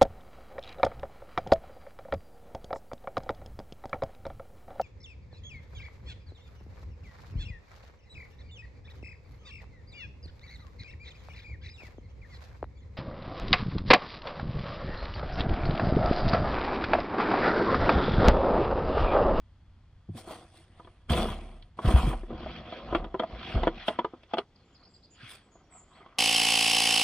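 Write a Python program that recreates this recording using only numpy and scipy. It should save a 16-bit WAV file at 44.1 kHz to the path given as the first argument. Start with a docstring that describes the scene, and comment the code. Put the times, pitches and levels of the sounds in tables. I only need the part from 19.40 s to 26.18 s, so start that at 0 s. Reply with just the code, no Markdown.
"""A hollow plastic cooler is lifted off the ground with thuds and knocks, over the hum of a far engine.
It bumps and scrapes over a car's sill and lands on the load floor; from 2.5 s a second place lies behind.
It is dragged round on a cloth while its handles knock on its walls; then hands brush it and birds sing.
Knocks and rubbing set off fading tones of the box, thuds are sagging low tones, cloth and air are
shaped noise, and the birds and the engine are gliding or wavering tones."""
import sys
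import numpy as np
from scipy import signal
from scipy.fft import rfft, irfft, next_fast_len
from scipy.io import wavfile
from scipy.ndimage import uniform_filter1d

SR = 44100
rng = np.random.default_rng(int(sys.argv[2]) if len(sys.argv) > 2 else 0)


def gain_from_db(level_db):
    """Turn a decibel level (scalar or array-like) into a linear amplitude factor."""
    decades = np.asarray(level_db, float) / 20
    return 10 ** decades


def bounce(signal):
    """Save signal as a 16-bit WAV file at the path given by the first command-line argument."""
    frames = np.transpose(np.atleast_2d(signal))
    limited = np.clip(frames, -1, 1)
    pcm = np.round(limited * 32767).astype(np.int16)
    wavfile.write(sys.argv[1], SR, pcm)


N = 298998  # length in samples


def evened(x):
    """Scales a signal to an average strength (rms) of 1."""
    return x / np.sqrt(np.mean(x ** 2) + 1e-20)


def add(mix, start_s, sound):
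    """Mixes a sound in at its start time, cut off where the mix ends."""
    part = mix[round(start_s * SR):][:len(sound)]
    part += sound[:len(part)]


def colour(x, points):
    """Makes each pitch range louder or softer, following (frequency [Hz], level [dB]) points."""
    size = next_fast_len(len(x) + 4096)
    hz, db = np.transpose(points)
    bins_hz = np.fft.rfftfreq(size, 1 / SR)
    gain = gain_from_db(np.interp(np.log(bins_hz + 1), np.log(hz + 1), db))
    return irfft(rfft(x, size) * gain, size)[:len(x)]


def patchy(x, depth_db):
    """Random patches of time and pitch swell and sink."""
    z = signal.stft(x, nperseg=512, noverlap=384)[2]
    over_time = uniform_filter1d(rng.standard_normal(z.shape), size=14, axis=1)
    patches = uniform_filter1d(over_time, size=5, axis=0)
    return signal.istft(z * gain_from_db(depth_db * evened(patches)), nperseg=512, noverlap=384)[1][:N]


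def warbles(rows, smooth, spread):
    """Sliding tones whose pitch shakes at random by a share (spread) of itself."""
    out = np.zeros(N)
    for start_s, length_s, from_hz, to_hz, db in rows:
        glide_hz = np.linspace(from_hz, to_hz, round(length_s * SR))
        shake = evened(uniform_filter1d(rng.standard_normal(SR // 2), smooth))[:len(glide_hz)]
        hz = glide_hz * (1 + spread * shake)
        tone = np.sin(2 * np.pi * np.cumsum(hz) / SR)
        add(out, start_s, gain_from_db(db) * tone * signal.windows.tukey(len(hz), 0.7))
    return out


# The tones of the hollow box:
# (frequency [Hz], level [dB], time to fade by 60 dB before extra damping [s])
BOX_TONES = [(236.4, -10.5, 0.24), (369, 2.5, 0.096), (462.2, -13, 0.13), (535, 5.5, 0.042),
             (678.5, 11, 0.038), (783, 0, 0.038), (922.5, 7, 0.036), (1090, 5.5, 0.048), (1291, 4, 0.033),
             (1410, 8.5, 0.0083), (1627, -13.5, 0.02), (1780, 2, 0.016), (2110, -11, 0.057),
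             (3020, -3.5, 0.038), (3300, -1.5, 0.017)]


def ring(weights_db, detune, damping):
    """The box answers one soft-edged tap: its tones, each split into a close pair, fade away together."""
    hz, db, t60 = np.transpose(BOX_TONES)[:, :, None]
    t = np.arange(5000) / SR
    upper = np.sin(2 * np.pi * hz * (1 + detune[:, None]) * t)
    lower = np.sin(2 * np.pi * hz * (1 - detune[::-1, None]) * t)
    fade = gain_from_db(db + weights_db[:, None] - 60 * damping * t / t60)
    tones = fade * (upper + 2.8 * lower) * (1 - np.exp(-t / 0.00052))
    band = signal.butter(4, [170, 5500], "bandpass", fs=SR, output="sos")
    return signal.sosfilt(band, tones.sum(0))


# Knocks on the walls:
# (time [s], peak level of the ringing [dB], favoured tone [Hz], hardness [dB])
WALL_KNOCKS = [(0.776, -55, 1070, -26), (0.874, -37, 364, -39), (0.891, -38.5, 1065, -40),
               (0.908, -35, 625, -30), (0.924, -41, 765, -27.5), (1.397, -40, 1120, -39),
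               (1.447, -46, 336, -16), (1.473, -43.5, 1090, -23), (1.696, -31, 301, -4.5),
               (1.733, -27.5, 1090, -1), (1.855, -25.5, 410, -24.5), (1.882, -32, 864, -20),
               (1.917, -32.5, 1100, -11), (1.928, -32.5, 1090, -9.5), (2.225, -81.5, 1090, 20),
               (2.389, -24, 1090, -25), (2.451, -27, 318, -26), (2.487, -22.5, 570, -35),
               (2.56, -22, 684, -16.5), (2.731, -28.5, 443, -35), (2.833, -36, 386, -40.5),
               (2.905, -32, 574, -31), (3.061, -30, 663, -28), (3.324, -31, 634, -32.5),
               (3.526, -19.5, 394, -51), (3.549, -14, 443, -19.5), (3.643, -29.5, 390, -17),
               (3.743, -21.5, 410, -38), (3.796, -18, 590, -18.5), (3.823, -28.5, 692, -23),
               (3.834, -21.5, 643, -23), (4.154, -27, 355, -18), (4.233, -17, 782, -19),
               (4.271, -13.5, 495, -24), (4.482, -14.5, 617, -9), (4.502, -26.5, 722, -36.5),
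               (4.589, -14.5, 884, -20.5), (4.646, -20.5, 484, -24.5), (4.735, -34.5, 469, -66),
               (4.833, -48.5, 716, -3.5), (4.936, -18.5, 784, -14.5), (4.971, -26.5, 600, -19),
               (4.983, -17, 422, -10), (6.155, -47, 1090, -24), (6.605, -45.5, 1090, -49),
               (6.661, -43.5, 1090, -12.5)]
# Hiss of the rough surface, in knocks and in rubbing: (frequency [Hz], level [dB])
SURFACE_HISS = [(530, -17.5), (900, -23), (1040, -21.5), (1240, -1.5), (2630, -1), (3200, -2), (5550, -19),
                (7500, -50), (9750, -77.5), (16500, -120)]
# The dense dull body of a knock: (frequency [Hz], level [dB])
KNOCK_BODY = [(90, -24), (200, 3.5), (500, 9), (1200, 2.5), (2200, -32.5), (5000, -59)]
# The bright edge of a knock: (frequency [Hz], level [dB])
KNOCK_EDGE = [(1200, -14), (3000, 11.5), (5500, -9.5), (7000, -39), (9000, -8.5), (10500, -43.5),
              (16000, -64.5)]


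def knocks():
    """Each knock is a few quick contacts; its spot favours one tone, hard blows wake the high ones."""
    out, hz = np.zeros(N), np.transpose(BOX_TONES)[0]
    t = np.arange(1500) / SR
    crack_fade = (1 - np.exp(-t / 0.005)) * gain_from_db(-60 * t / 0.024)
    body_fade = (1 - np.exp(-t / 0.0011)) * gain_from_db(-60 * t / 0.061)
    edge_fade = np.sin(np.pi / 2 * np.minimum(t / 0.00065, 1)) ** 2 * gain_from_db(-60 * t / 0.015)
    for start_s, db, ring_hz, hard_db in WALL_KNOCKS:
        near = np.exp(-(np.log2(hz / ring_hz) / 0.11) ** 2)
        spot_db = 14.5 * near + 0.79 * (rng.random(len(hz)) - 0.5)
        tilt_db = (hard_db + 27.5) * np.clip(np.log2(hz / 1000) / 3.5, 0, 1.5)
        detune = 0.22 * (rng.random(len(hz)) - 0.5)

        # One main contact and five random ones within 6.5 ms; soft blows press longer
        taps = np.zeros(2000)
        taps[0] = 0.75
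        delays = (0.0065 * SR * rng.random(5)).astype(int) + 1
        taps[delays] = 1.5 * (rng.random(5) - 0.5)
        press = np.hanning(4.5 + round(np.clip(-0.4 * hard_db, 3, 30)))
        sound = signal.fftconvolve(np.convolve(taps, press), ring(spot_db + tilt_db, detune, 1.44))
        add(out, start_s, gain_from_db(db) * sound / abs(sound).max())

        # The contact itself pushes air once; harder means shorter
        click = np.diff(np.hanning(round(SR * 0.0007 * max(1 - hard_db / 20, 0.5))))
        add(out, start_s + 0.001073, -gain_from_db(db - 3) * click / click.max())

        # The surface cracks with a short clatter; hard blows start with a bright snap
        noise = rng.standard_normal(1500)
        crack = evened(colour(noise, SURFACE_HISS)) * crack_fade
        edge = evened(colour(noise, KNOCK_EDGE)) * edge_fade
        body = evened(colour(noise, KNOCK_BODY)) * body_fade
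        add(out, start_s, gain_from_db(db + hard_db + 4.5) * crack)
        add(out, start_s, gain_from_db(db + 1.6 * hard_db + 1.0) * edge)
        add(out, start_s, gain_from_db(db - 10.5) * body)
    return out


def cabin(x):
    """Short dense reflections inside the car, made by smearing the sound with fading noise."""
    t = np.arange(SR // 4) / SR
    tail = rng.standard_normal(len(t)) * gain_from_db(-60 * t / 0.058) * (t > 0.003)
    return x + gain_from_db(-7.5) * signal.oaconvolve(x, tail / np.linalg.norm(tail))[:N]


# The weight lands:
# (time [s], level of the low swing [dB], pitch it sags to [Hz], time to fade by 60 dB [s])
LANDINGS = [(0.688, -29.5, 98.9, 0.23), (0.689, -29, 155, 0.13), (0.69, -35, 268, 0.064),
            (0.749, -33, 224, 0.12), (0.743, -30.5, 104, 0.12), (1.699, -13.5, 73, 0.23),
            (1.744, -22, 69.6, 0.64), (1.783, -29, 34.86, 1.42), (2.447, -10, 103, 0.1),
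            (2.475, -4, 52, 0.083), (2.54, -1.5, 60.8, 0.14), (2.634, -16, 45.1, 0.43),
            (2.67, -11.5, 123.5, 0.072), (2.743, -29.5, 34.4, 0.85), (3.502, -30.5, 55.5, 0.66),
            (3.575, -28, 37, 0.44), (3.923, -30, 57.7, 0.32), (4.142, -16, 95.5, 0.069),
            (4.157, -10.5, 53, 0.14), (4.201, -23.5, 33.6, 0.46), (5.83, -36, 112, 0.1)]


def thuds():
    """The load floor gives a few low swings that sag in pitch; a higher panel tone dies sooner."""
    out, t = np.zeros(N), np.arange(SR // 2) / SR
    for start_s, db, hz, t60 in LANDINGS:
        turns = hz * (t + 0.0032 * (1 - np.exp(-t / 0.0046)))
        low = np.sin(2 * np.pi * turns)
        panel = gain_from_db(-9.5 - 60 * t / t60) * np.sin(2 * np.pi * 2.1 * turns)
        add(out, start_s, -gain_from_db(db - 60 * t / t60) * (1 - np.exp(-t / 0.0043)) * (low + panel))
    return out


def grit(per_s, spread_db, smooth):
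    """Friction comes as sparse slips of uneven size, over a share (smooth) of plain noise."""
    sizes = gain_from_db(spread_db * np.minimum(rng.exponential(1, N), 4)) * rng.choice([-1., 1.], N)
    slips = sizes * (rng.random(N) < per_s / SR)
    return evened(evened(slips) + smooth * rng.standard_normal(N))


# The heavy box scrapes over the car's sill, once against it and once in:
# two lists of (time [s], level of the wall groan [dB])
SILL_SCRAPES = [
    [(1.68, -72), (1.7, -29), (1.745, -29.5), (1.8, -28.5), (1.86, -37.5), (1.92, -40.5), (1.97, -48),
     (2.15, -59), (2.3, -72)],
    [(2.37, -56), (2.39, -57), (2.43, -45), (2.46, -35), (2.51, -30.5), (2.54, -36), (2.58, -31),
     (2.63, -36.5), (2.69, -35), (2.76, -49.5), (2.89, -63.5), (2.93, -84)],
]
# The box is dragged round on the cloth: (time [s], wall groan [dB], rubbing hiss [dB])
CLOTH_DRAG = [(2.88, -53, -65), (2.92, -44, -63.5), (2.981, -45, -55.5), (3.17, -46.5, -49),
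              (3.24, -48, -59), (3.331, -49, -50), (3.45, -48, -55.5), (3.568, -37.5, -53.5),
              (3.63, -44, -66), (3.701, -55, -70.5), (3.87, -48.5, -61.5), (3.95, -47.5, -53),
              (4.079, -44.5, -44.5), (4.13, -46.5, -45), (4.179, -34.5, -50), (4.25, -42, -52),
              (4.331, -50, -60), (4.402, -48.5, -48), (4.52, -40, -53.5), (4.57, -44, -62),
              (4.7, -54.5, -72.5), (4.871, -71, -71.5)]
# Hands, sleeves and straps brush the box:
# (loudest time [s], length [s], wall groan [dB], rubbing hiss [dB], cloth fizz [dB])
HAND_BRUSHES = [(0.787, 0.13, -49, -73, -49.5), (0.913, 0.31, -45.5, -58.5, -52),
                (1.168, 0.25, -58, -71, -59.5), (1.393, 0.62, -63, -69.5, -74.5),
                (3.562, .08, -60.5, -59, -68), (4.12, 0.25, -52, -68, -68), (4.484, 0.11, -48.5, -56, -52),
                (4.914, 0.13, -52, -60.5, -99), (4.989, 0.082, -38.5, -65, -65),
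                (5.297, 0.91, -65, -73.5, -100), (5.433, 0.21, -60, -86, -100),
                (5.849, 0.29, -54.5, -49.5, -65.5), (5.912, 0.15, -59, -55, -48.5),
                (6.126, 0.96, -61.5, -90, -102), (6.349, 0.3, -51, -82, -99),
                (6.564, 0.36, -48.5, -67, -82), (6.731, 1, -54, -92, -101)]


def contact():
    """Gains of groan, hiss, fizz and floor rumble: scrapes, drag and brushes add up in power."""
    t = np.arange(N // 64 + 2) * 64 / SR
    power = np.zeros((3, len(t)))
    for rows in SILL_SCRAPES:
        groan_db = np.interp(t, *np.transpose(rows), left=-120, right=-120)
        power += gain_from_db(groan_db + np.array([[0], [-11], [-13.5]])) ** 2  # groan, hiss, fizz
    drag_s, *drag_db = np.transpose(CLOTH_DRAG)
    power[:2] += [gain_from_db(np.interp(t, drag_s, db, left=-120, right=-120)) ** 2 for db in drag_db]
    weight = power[0].copy()  # only the box's own weight shakes the floor
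    rise, edge_db, shape = 0.38, -22.5, 1.23  # share of the length spent rising; level at either end
    for peak_s, length_s, *levels_db in HAND_BRUSHES:
        away = abs(t - peak_s) / (length_s * np.where(t < peak_s, rise, 1 - rise))
        power += gain_from_db(np.array(levels_db)[:, None] + edge_db * away ** shape) ** 2
    return [np.interp(np.arange(N) / SR, t, np.sqrt(p)) for p in (*power, weight)]


# Rough short tones while the box is rubbed or dragged:
# (time [s], length [s], start pitch [Hz], end pitch [Hz], level [dB])
ROUGH_TONES = [(3.28, 0.24, 650, 580, -43), (.87, 0.13, 880, 740, -59)]
# Spectrum of the fizz: (frequency [Hz], level [dB])
FIZZ_SPECTRUM = [(3530, -9), (6000, -14), (7270, -16.5), (9020, -3.5), (11200, -17), (12100, -36),
                 (13100, -12), (15200, -18.5), (15900, -30)]
# Rumble of the load floor: (frequency [Hz], level [dB])
FLOOR_RUMBLE = [(18, -45.5), (30, -6), (64, 5), (103, -5), (250, 1), (320, -65.5), (550, -120)]


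def handling():
    """Slips ring the held walls at different spots and shake the load floor; cloth hisses and fizzes."""
    t, walls = np.arange(N) / SR, np.zeros(N)
    flutter = uniform_filter1d(uniform_filter1d(rng.standard_normal(N), size=130), size=130)
    chatter = evened(gain_from_db(1.5 * evened(flutter)))  # the contact skips in bursts of a few ms
    groan, hiss, fizz, rumble = contact()
    groan, hiss, fizz = groan * chatter, hiss * chatter, fizz * chatter

    # Rubbing hardly wakes the high tones
    dull_db = -5.0 * np.clip(np.log2(np.transpose(BOX_TONES)[0] / 800), 0, None)
    for shift in rng.uniform(-1, 1, (4, len(BOX_TONES))):  # four spots
        tap = ring(dull_db, 0.1 * shift, 1.6)
        walls += signal.oaconvolve(groan * grit(60, 0.89, 1.0), tap / np.linalg.norm(tap) / 2)[:N]
    loaded = np.clip((4.45 - t) * 10, 0.1, 1)  # the base stops sliding just before 4.45 s
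    walls -= (1 - loaded) * uniform_filter1d(walls, size=30)  # a light touch leaves the low tones still

    rubbing = hiss * evened(colour(grit(500, 0.83, 3.44), SURFACE_HISS))
    cloth = evened(colour(grit(1300, 0.81, 1.0), FIZZ_SPECTRUM))
    dull = signal.sosfiltfilt(signal.butter(6, 10600, fs=SR, output="sos"), cloth)
    # The range above about 10.6 kHz fades out as the fizz gets weaker
    cloth = dull + np.minimum(fizz / gain_from_db(-52.5), 1) * (cloth - dull)
    floor = gain_from_db(0.5) * loaded * rumble * evened(colour(rng.standard_normal(N), FLOOR_RUMBLE))
    rough_tones = warbles(ROUGH_TONES, smooth=120, spread=0.15)
    return patchy(walls + rough_tones + rubbing + fizz * cloth + floor, depth_db=2.5)


# Hooked chirps: (time [s], length [s], direction [1 falling, -1 rising], level at the top [dB])
HOOKED_CHIRPS = [(5.158, 0.011, 1, -59.5), (5.188, 0.014, 1, -75), (5.347, 0.023, 1, -59.5),
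                 (5.375, 0.0094, 1, -63), (5.428, 0.019, -1, -58), (5.448, 0.018, -1, -59),
                 (5.538, 0.023, 1, -58), (5.564, 0.011, 1, -61), (5.627, 0.0185, -1, -59),
                 (5.641, 0.02, -1, -57), (5.74, .022, 1, -71.5), (5.765, 0.017, 1, -64)]
# Thin buzzing notes: (time [s], length [s], start pitch [Hz], end pitch [Hz], level [dB])
BUZZING_NOTES = [(5.32, 0.041, 7100, 7060, -72), (5.47, 0.14, 7400, 7500, -71.5),
                 (5.7, 0.039, 6860, 7240, -60.5), (6.02, 0.066, 7700, 7750, -74),
                 (6.105, 0.077, 6810, 6830, -64), (6.295, 0.14, 7990, 7140, -53.5),
                 (6.43, .19, 7620, 7960, -72.5)]
# Plain whistles: (time [s], length [s], start pitch [Hz], end pitch [Hz], level [dB])
PLAIN_WHISTLES = [(5.227, 0.11, 7300, 7100, -77), (6.22, 0.1, 5580, 5700, -78),
                  (6.515, 0.06, 3300, 4860, -67.5)]


def birds():
    """Hooked chirps, plain whistles and fast-warbled buzzes, with the echo of the trees behind them."""
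    out = warbles(BUZZING_NOTES, smooth=40, spread=0.025)
    out += warbles(PLAIN_WHISTLES, smooth=400, spread=0.0036)
    top_hz, foot_hz, foot_db = 4980, 3500, -5.5
    for start_s, length_s, way, db in HOOKED_CHIRPS:
        down = np.linspace(0, 1, round(length_s * SR)) ** 2  # squaring makes it dwell at the top
        down = down[::1 if way > 0 else -1]
        rasp_hz = 130 * evened(uniform_filter1d(rng.standard_normal(2000), size=50))[:len(down)]
        hz = top_hz + (foot_hz - top_hz) * down + rasp_hz
        level = gain_from_db(db + foot_db * down) * signal.windows.tukey(len(hz), 0.4)
        add(out, start_s, level * np.sin(2 * np.pi * np.cumsum(hz) / SR))
    t = np.arange(SR // 2) / SR
    tail = rng.standard_normal(len(t)) * gain_from_db(-60 * t / 0.32) * (t > 0.008)
    echo = signal.oaconvolve(out, tail / np.linalg.norm(tail))[:N]
    return out + gain_from_db(-5.5) * patchy(echo, depth_db=6.0)


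# Low tones of the far engine: (average pitch [Hz], middle level at the first place [dB])
ENGINE_HUM = [(59.2, -64.5), (91.5, -63.5)]


def engine():
    """A far engine's low tones, which waver slowly in pitch and level together."""
    out = np.zeros(N)
    for hz, db in ENGINE_HUM:
        waver = evened(uniform_filter1d(rng.standard_normal(N), 6000))
        tone = np.sin(2 * np.pi * np.cumsum(hz + 0.43 * waver) / SR)
        out += np.sqrt(2) * gain_from_db(db + 1.5 * waver) * tone
    return out


# Woodland air at the first place: (frequency [Hz], relative level [dB])
FIRST_AIR = [(12, -22), (20, 2.5), (100, 1), (439, -24.5), (1020, -24.5), (3350, -34.5), (11000, -52),
             (14300, -100), (22000, -120)]
# Woodland air at the second place: (frequency [Hz], relative level [dB])
SECOND_AIR = [(12, -25.5), (20, 19), (211, 15), (895, 2), (1050, -3), (1170, -3.5), (5670, -13),
              (12000, -32.5), (15600, -89.5), (22000, -120)]


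def air():
    """Woodland background: shaped noise of either place; the engine is weaker at the second."""
    second = np.clip((np.arange(N) / SR - 2.5) / 0.064 + 0.5, 0, 1)  # quick crossfade around 2.5 s
    hum = engine()
    first_place = gain_from_db(-57.5) * evened(colour(rng.standard_normal(N), FIRST_AIR)) + hum
    second_air = gain_from_db(-62.5) * evened(colour(rng.standard_normal(N), SECOND_AIR))
    return (1 - second) * first_place + second * (second_air + gain_from_db(-7.0) * hum)


def scene():
    """All sources, as they reach the microphone pair."""
    middle = cabin(knocks()) + thuds() + handling() + birds() + air()
    return np.array([middle, middle])


# How strongly the microphone picks up each pitch: (frequency [Hz], level [dB])
MICROPHONE_TONE = [(20, -1), (2700, -1), (3050, -1), (3330, 5.5), (3600, -1), (3900, -2.5), (4400, 1.5),
                   (5200, -1.5), (22000, -9)]


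def microphone(dry):
    """The microphone's housing rings near 3 kHz, which lifts a narrow band there."""
    return np.array([colour(channel, MICROPHONE_TONE) for channel in dry])


# Left-right difference against the middle: (frequency [Hz], level [dB])
SIDE_LEVELS = [(60, -20.5), (240, -27.5), (950, -15), (3770, -2), (15000, -1)]


def capsule_difference(middle):
    """Close capsules agree in the bass; a phase-scattered copy makes them differ toward the treble."""
    z = signal.stft(middle, nperseg=512, noverlap=384)[2]
    wander = evened(uniform_filter1d(rng.standard_normal(z.shape), 4, axis=1))
    scattered = signal.istft(1j * z * np.exp(1.7j * wander), nperseg=512, noverlap=384)[1][:N]
    return colour(evened(scattered), SIDE_LEVELS) * np.sqrt(np.mean(middle ** 2))


def roll_off(x):
    """The treble ends steeply here."""
    return signal.sosfilt(signal.butter(12, 16040, fs=SR, output="sos"), x)


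def record(dry):
    """The microphone pair hears the scene; the capsules' difference goes to left and right oppositely."""
    heard = microphone(dry)
    side = capsule_difference(heard[0])
    mix = heard + np.array([side, -side])
    return roll_off(mix)


dry = scene()
out = record(dry)
bounce(out)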